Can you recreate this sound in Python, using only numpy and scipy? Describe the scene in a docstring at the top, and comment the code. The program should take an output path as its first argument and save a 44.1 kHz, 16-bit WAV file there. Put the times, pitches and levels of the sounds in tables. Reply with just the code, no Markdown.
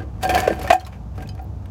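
"""Ride-on toy digger in a sandbox

A child-size digger is worked by its hand levers beside a wooden fence, heard by one microphone under low wind.
Loose joints clack as noise bursts on a plastic shell and ringing steel modes; the seat rumbles as it swivels.
Gritty pivots scrape as trains of random slips, and the hollow body knocks as short swelling sines.
Lighter rattles follow, with two brief squeaks of wavering pitch and one steel ping.
A few dull echoes and a faint tail place the digger in a yard."""
import sys
import numpy as np
from scipy import signal
from scipy.fft import rfft, irfft
from scipy.io import wavfile
from scipy.ndimage import uniform_filter1d

SR = 44100
rng = np.random.default_rng(int(sys.argv[2]) if len(sys.argv) > 2 else 0)


def file_out(sig):
    """Save sig as 16-bit WAV at sys.argv[1]."""
    # one column per channel
    cols = np.atleast_2d(sig).T
    # limit, then scale
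    lim = np.clip(cols, -1, 1)
    pcm = np.round(lim * 32767).astype(np.int16)
    wavfile.write(sys.argv[1], SR, pcm)


N = 74970
T = np.arange(N) / SR   # time [s]

# Low wind rumble. Each row: frequency in Hz, relative density in dB per Hz.
WIND_SPECTRUM = [(25, -25.5), (38, -15.5), (50, -3), (69, 7), (82, -2), (97, 6), (125, -7.5), (185, -9.5),
                 (260, -18), (400, -36.5)]
# Level of the low rumble over time. Each row: time in seconds, level around the wind's base level in dB.
RUMBLE_LEVEL = [(0, -0.5), (.2, 0.5), (.3, 1.5), (.41, 3), (.48, -3.5), (.66, 2.5), (.79, -10.5),
                (.86, -4.5), (1.0, -1.5), (1.22, 2), (1.42, -2), (1.5, 2), (1.68, -2.5)]
# Outdoor hush. Each row: frequency in Hz, relative density in dB per Hz.
AIR_SPECTRUM = [(250, -12.5), (450, -9), (750, -6.5), (1200, -16), (1800, -26.5), (2600, -30), (4200, -33),
                (6500, -34), (9000, -42), (16000, -46)]
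# Loose joints strike. Each row: start in seconds, drive of the frame in dB, shell clack in dB, grit in dB,
# decay time constant in seconds, pitch of the struck part in Hz, level of the struck part in dB.
CLACKS = [(.003, -36.5, -40, -61, 0.0072, 1574, -35), (.020, -41, -45, -63, 0.015, 1214, -44.5),
          (0.182, -73, -47, -70, 0.0033, 1190, -39.5), (.2285, -20.5, -22.5, -23.5, 0.011, 1700, -47),
          (.251, -15.5, -27, -67, 0.0037, 556, -10.5), (.2765, -52, -34, -23.5, 0.0012, 6540, -29),
          (.2932, -14, -24.5, -28.5, 0.015, 2450, -21), (.339, -19, -24, -36, .007, 1050, -44),
          (.3475, -15.5, -20, -22, 0.0076, 3190, -22.5), (.377, -35, -22.5, -27.5, 0.015, 1700, -18),
          (.403, -56, -20.5, -22.5, 0.0026, 7000, -18.5), (.431, -52, -27, -43, 0.011, 1800, -32),
          (.4742, -35, -18.5, -34, 0.01, 1540, -23), (.501, -26.5, -42, -66, 0.0055, 1770, -26),
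          (.593, -37, -40, -35, 0.0058, 479, -22.5), (.6135, -64, -26.5, -37, 0.0095, 1600, -50),
          (.628, -57, -53, -36, 0.0068, 13000, -39), (0.6446, -64, -30, -46, 0.0071, 567, -18),
          (.6748, -43, -22, -33.5, 0.0048, 1820, -20.5), (0.7026, -20.5, -6.5, -28, 0.0077, 2620, -18),
          (.7068, -54, -46, -44, 0.0051, 1890, -10), (.727, -17.5, -11, -24, 0.004, 2530, -16),
          (.733, -24, -57, -32.5, 0.01, 7060, -31), (.798, -58, -46, -45, 0.0033, 4330, -32.5),
          (0.806, -63, -43, -47, 0.01, 3200, -43), (.850, -52, -54, -52, 0.0066, 4000, -38.5),
          (.865, -69, -33, -40.5, 0.0083, 1075, -38), (.925, -72, -44.5, -60, 0.024, 2340, -54),
          (1.155, -49, -58, -53, 0.011, 2270, -64), (1.1784, -38, -34, -48, 0.0057, 1256, -37),
          (1.205, -47, -41, -53, 0.0086, 2110, -44), (1.222, -37.5, -37.5, -44.5, 0.009, 1580, -43),
          (1.274, -64, -50, -37.5, 0.0022, 6700, -45), (1.2903, -70, -45, -50, 0.0059, 4860, -35.5),
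          (1.350, -46.5, -51, -46.5, 0.0026, 3580, -52), (1.377, -59, -41.5, -67, 0.0042, 1880, -53),
          (1.392, -44.5, -38, -67, 0.0039, 1410, -37.5), (1.415, -49, -65, -60, 0.0035, 11000, -52),
          (1.444, -75, -67, -60.5, 0.0025, 14300, -44), (1.623, -54, -51, -63, 0.0041, 2520, -71),
          (1.6574, -50, -41, -43.5, 0.0021, 2150, -39.5)]
# Steel frame and arm. Each row: mode in Hz, relative level in dB, time to fall 60 dB in seconds.
FRAME_MODES = [(336.7, -15.5, 0.26), (599, -7, 0.1), (740, 1.5, 0.17), (773, -1.5, 0.13),
               (1035.6, -12.5, 0.12), (1580, -13, 0.061), (1612, -11.5, .14), (1730, -21, 0.15),
               (1803, -19.5, .2), (1794, -34, 0.087), (2402, -17, 0.072), (2504, -20, 0.12),
               (3082, -29, 0.21), (4525, -18, 0.065)]
# Plastic shell, a thicket of short modes. Each row: frequency in Hz, relative density in dB per Hz.
SHELL_SPECTRUM = [(200, -27), (330, -4.5), (560, 1), (880, -3.5), (1040, -0.5), (1250, -3), (1700, -2),
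                  (2150, -6), (2600, -5.5), (3400, -15), (4200, -19.5), (7000, -23.5), (16000, -55)]
# Sand crushed in the joints. Each row: frequency in Hz, relative density in dB per Hz.
GRIT_SPECTRUM = [(1500, 0), (3200, 1), (4600, 1), (5800, 0.5), (6900, -1), (8500, -3), (12000, -2),
                 (15800, -6.5)]
# The seat turns. Each row: time in seconds, level in dB.
SWIVEL_LEVEL = [(.02, -37), (.10, -48), (.22, -48), (.30, -32), (.39, -27.5), (.455, -35.5), (.50, -23.5),
                (.56, -41), (.64, -36.5), (.71, -37), (.80, -73), (1.12, -58), (1.20, -36.5), (1.31, -51),
                (1.40, -46.5), (1.55, -49.5)]
# Dull colour of the turning seat. Each row: frequency in Hz, relative density in dB per Hz.
SWIVEL_SPECTRUM = [(140, -7.5), (195, -2), (260, -5.5), (325, 5), (385, -7), (450, -3), (600, -10)]
# How hard the pivots scrape. Each row: time in seconds, effort in dB, before the balance of frame, shell and grit.
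SCRAPE_EFFORT = [(.195, -65.5), (.225, -35.5), (.26, -40.5), (.285, -38.5), (.36, -30.5), (.41, -30),
                 (.468, -42.5), (.525, -37), (.58, -43.5), (.64, -43), (.695, -37.5), (.75, -43.5),
                 (.775, -54.5), (.95, -65), (1.08, -74.5), (1.22, -54), (1.42, -82), (1.52, -87)]
# The hollow body knocks and rebounds. Each row: start in seconds, pitch in Hz, peak in dB, rise time in seconds.
KNOCKS = [(.2935, 601, -9.5, 0.0022), (.342, 574, -16, .005), (.356, 740.5, -8.5, 0.0081),
          (.3765, 520, -15.5, 0.0022), (0.4775, 533, -2.5, 0.0023), (.484, 453, -22, 0.002),
          (.5053, 570, -9, 0.0024), (.7028, 701, -0.5, 0.0062), (.7285, 768, -5, 0.0042),
          (.742, 758, -12, 0.012), (1.180, 338, -30.5, 0.0028), (1.393, 758, -29, 0.0083),
          (1.415, 753, -36, 0.013)]
# Dry pivots squeak. Each row: start in seconds, mean pitch in Hz, peak in dB, rise time in seconds.
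SQUEAKS = [(1.257, 2570, -45, 0.004), (1.423, 15700, -50, 0.0037)]
# Small steel part. Each row: mode in Hz, relative level in dB, time to fall 60 dB in seconds.
PING_MODES = [(2550, -10, 0.13), (3000, -9, 0.086), (3110, -6, 0.083), (4060, -9, 0.088),
              (4960, -1.5, 0.072), (6460, -21, 0.086), (9100, -16, .07)]
# Echoes off sand, fence and shed. Each row: delay in seconds, level in dB before the treble is dulled.
ECHOES = [(.0045, -18), (.027, -18.5)]

WIND_DB, AIR_DB = -30.5, -50
WIND_STEADY = 0.52   # exponent that evens out the rumble's swings: 0 none, 1 all
CHATTER_PER_S, CHATTER_SPREAD_DB = 9000, 3.5
CLACK_ATTACK_S, FRAME_CHATTER_DB = 0.0018, -14.5
SNAP_DB, SNAP_ATTACK_S, SNAP_DECAY_S = -7, .0003, 0.00085   # first contact, on top of the chatter
PART_Q, PART_CHATTER_DB = 34, -2   # sharpness of the struck part; how much the chatter shakes it
OVERTONE_RATIO, OVERTONE_DB = 1.31, -10.5   # the struck part's second mode
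GRAIN_Q = 11   # sharpness of each crushed grain's brief ring
SLIPS_PER_S, SLIP_SPREAD_DB = 700, 4
SCRAPE_GRAINS_PER_S, SCRAPE_GRAIN_SPREAD_DB = 3700, 1
SCRAPE_FRAME_DB, SCRAPE_SHELL_DB, SCRAPE_GRIT_DB = 8.5, 1, -11.5   # balance on top of the effort
SQUEAK_WAVER = 0.024   # rms pitch wander, as a fraction of the pitch
PING_S, PING_DB = 1.2905, -39.5   # the level shifts all the ping's modes
YARD_TAIL_DB, YARD_T60_S, YARD_CUT_HZ = -26, 0.34, 5800   # tail level before the treble is dulled
OVERLOAD = .93   # ceiling of the rounded peaks, full scale 1
CUTOFF_HZ = 16050


def from_db(db):
    """Decibels to gain."""
    return 10 ** (np.asarray(db) / 20)


def rms_one(x):
    """Scale to unit rms."""
    return x / np.sqrt(np.mean(x ** 2) + 1e-20)


def level_curve(rows):
    """Gain over time, drawn straight in dB between the rows."""
    return from_db(np.interp(T, *np.transpose(rows)))


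def colour(x, spectrum):
    """Give a steady noise a spectrum that falls away beyond its ends; rms 1."""
    hz, db = np.transpose(spectrum)
    f = np.maximum(np.fft.rfftfreq(N, 1 / SR), 1)
    skirt = np.minimum(1, np.minimum(f / hz[0], hz[-1] / f)) ** 4
    gain = from_db(np.interp(np.log(f), np.log(hz), db))
    return rms_one(irfft(rfft(x) * skirt * gain, N))


def grains(per_s, spread_db):
    """Random clicks of uneven size and either sign; rms 1."""
    size_db = spread_db * np.minimum(rng.exponential(1, N), 4)
    signed_sizes = from_db(size_db) * rng.choice([-1, 1], N)
    return rms_one(signed_sizes * (rng.random(N) < per_s / SR))


def ring(force, modes):
    """A unit click sets each mode ringing at its level, with alternating signs."""
    out = np.zeros(N)
    for k, (hz, db, t60) in enumerate(modes):
        r = np.exp(-np.log(1000) / (t60 * SR))   # decay per sample
        w = 2 * np.pi * hz / SR
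        mode = signal.lfilter([0, np.sin(w)], [1, -2 * r * np.cos(w), r * r], force + 1e-18)
        out += (-1) ** k * from_db(db) * mode
    return out


def resonate(x, hz, q):
    """One resonance with gain 1 on top."""
    return signal.lfilter(*signal.iirpeak(min(hz, .45 * SR), q, fs=SR), x + 1e-18)


def click(s):
    """A unit click at one moment."""
    return 1. * (np.arange(N) == int(s * SR))


def swell(s, swell_s):
    """An envelope that rises to 1 and is quickly damped."""
    u = np.clip((T - s) / swell_s, 0, 10)
    return u * np.exp((1 - u * u) / 2)


def burst(age, attack_s, decay_s):
    """An exponential rise multiplied by an exponential decay."""
    return (1 - np.exp(-age / attack_s)) * np.exp(-age / decay_s)


def wind():
    """A low rumble of changing level, sinking after the loudest clank and recovering, under a faint hush."""
    rumble = colour(rng.standard_normal(N), WIND_SPECTRUM)
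    swings = np.sqrt(uniform_filter1d(rumble ** 2, size=2500))
    steadied = rms_one(rumble / swings ** WIND_STEADY)
    hush = colour(rng.standard_normal(N), AIR_SPECTRUM)
    return from_db(WIND_DB) * level_curve(RUMBLE_LEVEL) * steadied + from_db(AIR_DB) * hush


def sand(per_s, spread_db):
    """Crushed grains, dealt to short resonances across the treble; rms 1."""
    clicks = grains(per_s, spread_db)
    pitches = np.geomspace(2400, 15600, 26)   # Hz
    dealt = rng.integers(0, len(pitches), N)
    rings = sum((-1) ** k * resonate(clicks * (dealt == k), hz, GRAIN_Q) for k, hz in enumerate(pitches))
    return colour(rings, GRIT_SPECTRUM)


def clacks():
    """Each strike snaps, rings the frame and dies in a chatter that shakes part and shell and crushes sand."""
    force, shell, grit, parts = np.zeros((4, N))
    chatter = grains(CHATTER_PER_S, CHATTER_SPREAD_DB)
    for s, ring_db, clack_db, grit_db, decay_s, part_hz, part_db in CLACKS:
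        age = np.clip(T - s, 0, .5)
        dying = burst(age, CLACK_ATTACK_S, decay_s)
        size = np.linalg.norm(dying)
        unit_chatter = chatter * dying / size
        force += from_db(ring_db) * (click(s) + from_db(FRAME_CHATTER_DB) * unit_chatter)

        # shell and grit share one loudness shape: a snap on the dying chatter
        shape = dying + from_db(SNAP_DB) * burst(age, SNAP_ATTACK_S, SNAP_DECAY_S)
        shell += from_db(clack_db) * shape
        grit += from_db(grit_db) * shape

        contact = click(s) + from_db(PART_CHATTER_DB) * unit_chatter
        overtone = resonate(contact, part_hz * OVERTONE_RATIO, PART_Q)
        part = resonate(contact, part_hz, PART_Q) + from_db(OVERTONE_DB) * overtone
        parts += from_db(part_db) * size * part / np.linalg.norm(part)
    shell_noise = shell * colour(chatter, SHELL_SPECTRUM)
    grit_noise = grit * sand(CHATTER_PER_S, CHATTER_SPREAD_DB)
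    return ring(force, FRAME_MODES) + parts + shell_noise + grit_noise


def swivel():
    """The seat judders round on its base: random slips with a dull colour."""
    judder = grains(SLIPS_PER_S, SLIP_SPREAD_DB)
    return level_curve(SWIVEL_LEVEL) * colour(judder, SWIVEL_SPECTRUM)


def scrape():
    """The pivots stick and slip; slips excite frame and shell while sand is crushed under the same effort."""
    effort = level_curve(SCRAPE_EFFORT)
    slips = grains(SLIPS_PER_S, SLIP_SPREAD_DB)
    # scaled so that slips of steady unit effort would ring the frame at rms 1
    frame = ring(effort * slips, FRAME_MODES) / np.std(ring(slips, FRAME_MODES))
    shell = from_db(SCRAPE_SHELL_DB) * colour(slips, SHELL_SPECTRUM)
    grit = from_db(SCRAPE_GRIT_DB) * sand(SCRAPE_GRAINS_PER_S, SCRAPE_GRAIN_SPREAD_DB)
    return from_db(SCRAPE_FRAME_DB) * frame + effort * (shell + grit)


def knocks():
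    """The hollow body booms briefly at one pitch a knock, damped by the rider and the sand."""
    out = np.zeros(N)
    for s, hz, db, swell_s in KNOCKS:
        out += from_db(db) * swell(s, swell_s) * np.sin(2 * np.pi * hz * (T - s))
    return out


def squeaks():
    """Dry pivots give very short friction tones of unsteady pitch."""
    wander = rms_one(uniform_filter1d(rng.standard_normal(N), size=40))
    warped_time = np.cumsum(1 + SQUEAK_WAVER * wander) / SR
    out = np.zeros(N)
    for s, hz, db, swell_s in SQUEAKS:
        out += from_db(db) * swell(s, swell_s) * np.sin(2 * np.pi * hz * warped_time)
    return out


def ping():
    """One light tap sets the modes of a small steel part ringing."""
    return from_db(PING_DB) * ring(click(PING_S), PING_MODES)


def yard(x):
    """Reflected sound alone: a few dull echoes and a faint scattered tail."""
    tail = rng.standard_normal(N) * np.exp(-np.log(1000) * T / YARD_T60_S)
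    response = from_db(YARD_TAIL_DB) * tail / np.linalg.norm(tail)
    response += sum(from_db(db) * click(s) for s, db in ECHOES)
    response = signal.lfilter(*signal.butter(1, YARD_CUT_HZ, fs=SR), response)
    return signal.fftconvolve(x, response)[:N]


def scene():
    """The digger, direct and reflected by the yard, with the wind; one channel."""
    digger = clacks() + swivel() + scrape() + knocks() + squeaks() + ping()
    return (digger + yard(digger) + wind())[None]


def record(dry):
    """At the microphone the loudest peaks are rounded off and the top is cut."""
    rounded = dry / (1 + (dry / OVERLOAD) ** 6) ** (1 / 6)
    steep_lowpass = signal.ellip(10, .05, 60, CUTOFF_HZ, fs=SR, output="sos")
    return signal.sosfiltfilt(steep_lowpass, rounded)


dry = scene()
out = record(dry)
file_out(out)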